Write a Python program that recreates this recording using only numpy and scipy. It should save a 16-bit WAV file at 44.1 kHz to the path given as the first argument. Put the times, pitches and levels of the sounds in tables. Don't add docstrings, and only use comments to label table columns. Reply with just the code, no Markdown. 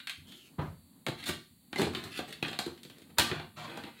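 import sys
import numpy as np
from scipy import signal
from scipy.fft import rfft, irfft, next_fast_len
from scipy.io import wavfile
from scipy.ndimage import map_coordinates

SR = 44100
rng = np.random.default_rng(int(sys.argv[2]) if len(sys.argv) > 2 else 0)


def dump(signal):
    limited = np.clip(np.atleast_2d(signal).T, -1, 1)
    pcm = np.round(limited * 32767).astype(np.int16)
    wavfile.write(sys.argv[1], SR, pcm)


N = 176400

# f/Hz, relative level/dB, T60/s
BOX_MODES = [(88.5, -4.5, 0.29), (156.7, -2.5, 0.34), (230.8, -1.5, 0.39), (285.2, 1.5, 0.19),
             (346.8, 4, 0.15), (441, -22, 0.15), (452, -18, 0.15), (595, 4.5, .14), (720, 14.5, 0.073),
             (801, 16, 0.067), (894, 4.5, 0.21)]
# f/Hz, relative level/dB
SHEET_SPECTRUM = [(300, -8.5), (1000, 3.5), (2000, 4.5), (3200, 6.5), (4300, 3), (4900, -10), (5800, -15),
                  (6400, -12), (7500, -10), (10500, -11), (15500, -17.5)]
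REGISTER_EDGES = [70, 450, 1500, 4800, 16000]
TOP_HZ = 15900


def knocks(body):
    # t/s, then level/dB of thud, clank, ring, tick
    blows = [(.001, -68, -72, -48.5, -65), (0.0714, -83, -60.5, -39.5, -48.5), (0.0956, -91, -59, -38, -47),
             (.3212, -71, -70, -56.5, -62), (1.0654, -40, -39.5, -36.5, -45.5),
             (1.084, -33, -44.5, -48, -48.5), (1.2393, -62, -79, -46.5, -52),
             (1.291, -34, -45.5, -38.5, -50), (1.729, -43.5, -46.5, -43, -55),
             (1.7593, -43, -44, -44.5, -51), (1.7864, -34, -46, -56, -46.5), (1.796, -29, -37, -42.5, -48),
             (1.816, -29.5, -39.5, -37, -42), (1.829, -33, -52, -40.5, -56), (1.868, -34, -41, -60, -72),
             (1.949, -47, -58, -37, -51), (2.039, -60, -54, -58, -48.5), (2.19, -38.5, -40, -47.5, -53),
             (2.326, -83, -82, -45, -51.5), (2.4266, -35.5, -41, -38, -47.5), (2.4478, -45, -55, -40, -69),
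             (2.482, -48, -71, -44, -52), (2.5296, -54, -57, -43.5, -56), (2.589, -41.5, -38.5, -37, -37),
             (2.663, -35.5, -55, -51, -51.5), (2.7769, -68, -78, -60, -68),
             (2.8324, -70, -87, -56.5, -54.5), (2.85, -50.5, -71, -58.5, -60),
             (2.8983, -58, -67, -56.5, -61), (2.9832, -60, -72, -68, -63), (3.019, -55, -88, -62, -65),
             (3.1843, -43, -28, -29.5, -25.5), (3.197, -37.5, -46, -30, -32),
             (3.3138, -34.5, -47, -37.5, -83), (3.329, -41, -72, -63, -76),
             (3.3973, -46.5, -47.5, -49, -66), (3.7734, -45, -46.5, -54, -54.5),
             (3.8371, -43, -62, -48.5, -61.5)]
    out = np.zeros(N)
    for start, *levels_db in blows:
        add(out, start, registers(room(contact(*body)), levels_db, size=SR // 70))
    return out


def steel(count=640):
    # f/Hz, relative level/dB, T60/s
    plate_modes = [(1163, -1, .3), (1193, -4, .4), (1394, -7, .28), (1555, 0, .3), (1856, -6, .33),
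                   (2330, -6, .28), (2482, -6, .25), (2702, -7, .25), (2960, -4, .25), (3273, -5, .3),
                   (3584, -6, .22), (4052, -5, .22), (4368, -7, .2), (4456, -8, .22)]
    t = np.arange(SR // 2) / SR
    main = np.array([amp(db) * np.sin(2 * np.pi * hz * t) * fade(t, t60)
                     for hz, db, t60 in BOX_MODES + plate_modes])
    place = (np.arange(count) + rng.random(count)) / count
    hz = (REGISTER_EDGES[1] + (TOP_HZ - REGISTER_EDGES[1]) * place ** 1.4)[:, None]
    t60 = .12 * (hz / 3000) ** -.2
    overtones = amp(along(SHEET_SPECTRUM, hz)) * np.sin(2 * np.pi * hz * t) * fade(t, t60)
    return main, overtones


def contact(main, overtones):
    # f/Hz, relative level/dB
    thump_spectrum = [(30, -69), (50, -46), (85, -0.5), (200, 16.5), (350, 13), (500, 2), (1000, -1.5),
                      (15000, -10)]
    t = np.arange(main.shape[1]) / SR
    weights = amp(rng.normal(0, 3.74, len(main))) * rng.choice([-1, 1], len(main))
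    crack = noise(len(t), SHEET_SPECTRUM, thump_spectrum) * fade(t, t60=.03)
    shimmer = rng.standard_normal(len(overtones)) @ overtones
    return norm(crack) + amp(-6) * norm(weights @ main) + amp(-3) * norm(shimmer)


def free_rings(body):
    # t/s, level/dB
    hard_blows = [(3.1845, -31)]
    out = np.zeros(N)
    plate_modes = body[0][len(BOX_MODES):]
    for start, db in hard_blows:
        ring = rng.choice([-1, 1], len(plate_modes)) @ plate_modes
        add(out, start, amp(db) * unit(ring, SR // 70))
    return out


def bumps():
    # t/s, rise time/s, boom level/dB, slap level/dB
    pushes = [(.175, 0.0082, -52, -92), (.582, 0.011, -31.5, -33.5), (.611, 0.0057, -36, -41),
              (0.669, 0.0034, -43.5, -67), (0.697, .004, -55, -64), (.735, 0.0041, -65, -85),
              (0.855, 0.011, -67, -89), (1.503, 0.0063, -62, -90), (2.044, .01, -46, -74),
              (2.662, 0.011, -61, -47.5), (3.188, 0.0049, -36.5, -60), (3.32, .005, -55, -59)]
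    # f/Hz, relative level/dB
    boom_spectrum = [(25, -41), (45, -53), (62, -14.5), (88, 11), (115, -3.5), (155, 6.5), (200, -2),
                     (300, -6), (500, -26), (1500, -77), (8000, -85)]
    slap_spectrum = [(60, -18), (250, -1), (600, 1.5), (1100, 0), (1700, -7.5), (2600, -18), (4200, -21.5),
                     (5500, -58), (15000, -50)]
    out = np.zeros(N)
    t = np.arange(SR // 2) / SR
    for start, rise, boom_db, slap_db in pushes:
        boom = room(noise(len(t), boom_spectrum) * fade(t, t60=.12))[:len(t)]
        slap = room(noise(len(t), slap_spectrum) * fade(t, t60=.2))[:len(t)]
        onset = np.minimum(t / rise, 1)
        add(out, start, onset * (amp(boom_db) * unit(boom, SR // 40) + amp(slap_db) * slap))
    return out


def scrapes(body, edge_s=.011):
    # t/s, duration/s, swell/dB, catch rate/(1/s), then level/dB of thud, clank, ring, tick (a hiss here)
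    strokes = [(0.265, 0.21, -6, 4200, -69, -79.5, -68.5, -64.5),
               (1.172, 0.088, -4.5, 2160, -59, -63, -51.5, -59),
               (1.251, 0.038, 9, 4100, -49.5, -53, -43, -42.5),
               (1.769, 0.11, -16.5, 830, -39.5, -53, -45.5, -47.5),
               (1.924, 0.25, -18.5, 620, -50, -54.5, -54, -59.5),
               (2.101, 0.092, 12, 880, -58, -81, -45.5, -53),
               (2.269, 0.05, -3, 900, -52.5, -62.5, -55.5, -58),
               (2.45, 0.103, -2, 960, -52.5, -50, -66, -59.5),
               (2.847, 0.18, 2, 700, -63.5, -77, -68.5, -80),
               (3.09, 0.015, -13, 3100, -55.5, -71, -68.5, -75),
               (3.163, 0.015, 20, 8500, -60.5, -58, -60, -72),
               (3.19, 0.14, -23, 1700, -45, -51, -42.5, -50), (3.29, 0.15, -16, 1140, -55.5, -49, -51, -66),
               (3.56, 0.098, 0.5, 8800, -51, -48.5, -51, -60),
               (3.662, 0.23, -6, 6300, -53.5, -54, -53.5, -65.5),
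               (3.894, 0.1, 24, 4400, -71, -89, -64.5, -74)]
    out = np.zeros(N)
    t = np.arange(SR // 2) / SR
    for start, length, swell_db, rate, *levels_db in strokes:
        gate = np.clip(t / edge_s, 0, 1) * np.clip((length - t) / edge_s + 1, 0, 1)
        catches = (rng.random(len(t)) < rate / SR) * rng.standard_normal(len(t))
        catches *= amp(1.5 * rng.standard_normal(len(t)))
        judder_db = 1.2 * wobble(69, len(t))
        force = catches * gate * amp(swell_db * np.minimum(t / length, 1) + judder_db)
        vibration = signal.fftconvolve(force, contact(*body))
        add(out, start, registers(room(vibration), levels_db, size=int(length * SR)))
    return out


def squeals():
    # t/s, duration/s, f/Hz, level/dB
    slips = [(1.76, 0.009, 2020, -30.5), (2.426, 0.0098, 3280, -31.5), (2.427, 0.0059, 2560, -27.5),
             (2.456, 0.011, 3370, -52), (2.479, 0.028, 3236, -43)]
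    out = np.zeros(N)
    t = np.arange(SR // 8) / SR
    for start, length, hz, db in slips:
        phase = 2 * np.pi * np.cumsum(hz * (1 + .015 * wobble(400, len(t)))) / SR
        envelope = np.sin(np.pi * np.minimum(t / length, 1) ** .5)
        add(out, start, amp(db) * envelope * np.sin(phase))
    return room(out)[:N]


def swish(width_hz=480):
    # t/s, centre f/Hz, level/dB
    glide = [(.25, 3170, -69), (0.321, 3320, -53), (.38, 3220, -59), (0.432, 3000, -61),
             (0.479, 2570, -64.5), (.53, 2500, -81)]
    times, hz, db = np.transpose(glide)
    t = np.arange(N) / SR
    lowpass = signal.butter(2, width_hz / 2, fs=SR, output="sos")
    in_phase, quadrature = signal.sosfilt(lowpass, rng.standard_normal((2, N)))
    phase = 2 * np.pi * np.cumsum(np.interp(t, times, hz)) / SR
    band = unit(in_phase * np.cos(phase) + quadrature * np.sin(phase))
    return band * amp(np.interp(t, times, db)) * (t > times[0]) * (t < times[-1])


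def room(x, build_s=.0026):
    # f/Hz, T60/s
    decay_times = [(80, 0.54), (300, 0.29), (1500, 0.3), (4000, 0.38), (8000, 0.32), (15000, 0.23)]
    hz, t, spectra = signal.stft(rng.standard_normal(SR // 2), SR, nperseg=256)
    decay = amp(-60 * t / along(decay_times, hz)[:, None])
    tail = signal.istft(spectra * decay, SR, nperseg=256)[1]
    build_up = 1 - np.exp(-np.arange(len(tail)) / SR / build_s)
    response = amp(-4) * norm(tail * build_up)
    response[0] += 1
    return signal.fftconvolve(x, response)


def background():
    # f/Hz, relative level/dB
    air_spectrum = [(25, -9), (60, 4), (140, 4), (250, 7), (450, -20), (1000, -39), (1800, -13),
                    (3000, -13.5), (4300, -5), (5100, -28), (6100, -27), (7200, -10), (10000, -7),
                    (15500, -10)]
    arms_spectrum = [(30, -44), (80, -17), (150, -1), (260, 3), (400, -17.5), (1000, -19.5), (4000, -43.5)]
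    whine = amp(-77 + 2.5 * wobble(4.6, N)) * np.sin(2 * np.pi * 4520 * np.arange(N) / SR)
    air = amp(-65.5) * noise(N, air_spectrum)
    arms = amp(-65.5 + 5 * wobble(10, N)) * noise(N, arms_spectrum)
    return air + whine + arms


def registers(x, levels_db, size):
    out = np.zeros(len(x))
    for low, high, db in zip(REGISTER_EDGES, REGISTER_EDGES[1:], levels_db):
        bandpass = signal.butter(4, [low, high], "band", fs=SR, output="sos")
        out += amp(db) * unit(signal.sosfilt(bandpass, x), size)
    return out


def noise(size, *spectra):
    padded = next_fast_len(size + 4096)
    hz = np.fft.rfftfreq(padded, 1 / SR)
    gain = amp(sum(along(spectrum, hz) for spectrum in spectra))
    return unit(irfft(rfft(rng.standard_normal(padded)) * gain, padded)[:size])


def wobble(rate, size):
    return map_coordinates(rng.standard_normal(size=1024), [np.arange(size) * rate / SR], mode="wrap")


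def fade(t, t60):
    return np.exp(-np.log(1000) * t / t60)


def along(points, hz):
    knots_hz, values = np.transpose(points)
    return np.interp(np.log(hz + 1), np.log(knots_hz + 1), values)


def amp(db):
    return 10 ** (np.asarray(db) / 20)


def unit(x, size=None):
    return x / np.sqrt(np.mean(x[:size] ** 2) + 1e-20)


def norm(x):
    return x / (np.linalg.norm(x) + 1e-20)


def add(out, start, x):
    part = out[max(round(start * SR), 0):][:len(x)]
    part += x[:len(part)]


def scene():
    body = steel()
    mix = knocks(body) + free_rings(body) + bumps() + scrapes(body) + squeals() + swish() + background()
    return mix[None]


def record(dry, low_cut_hz=55):
    thinned = signal.sosfilt(signal.butter(3, low_cut_hz, "high", fs=SR, output="sos"), dry)
    padded = next_fast_len(N + SR // 2)
    passband = np.fft.rfftfreq(padded, 1 / SR) < TOP_HZ
    return irfft(rfft(thinned, padded) * passband, padded)[..., :N]


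dry = scene()
out = record(dry)
dump(out)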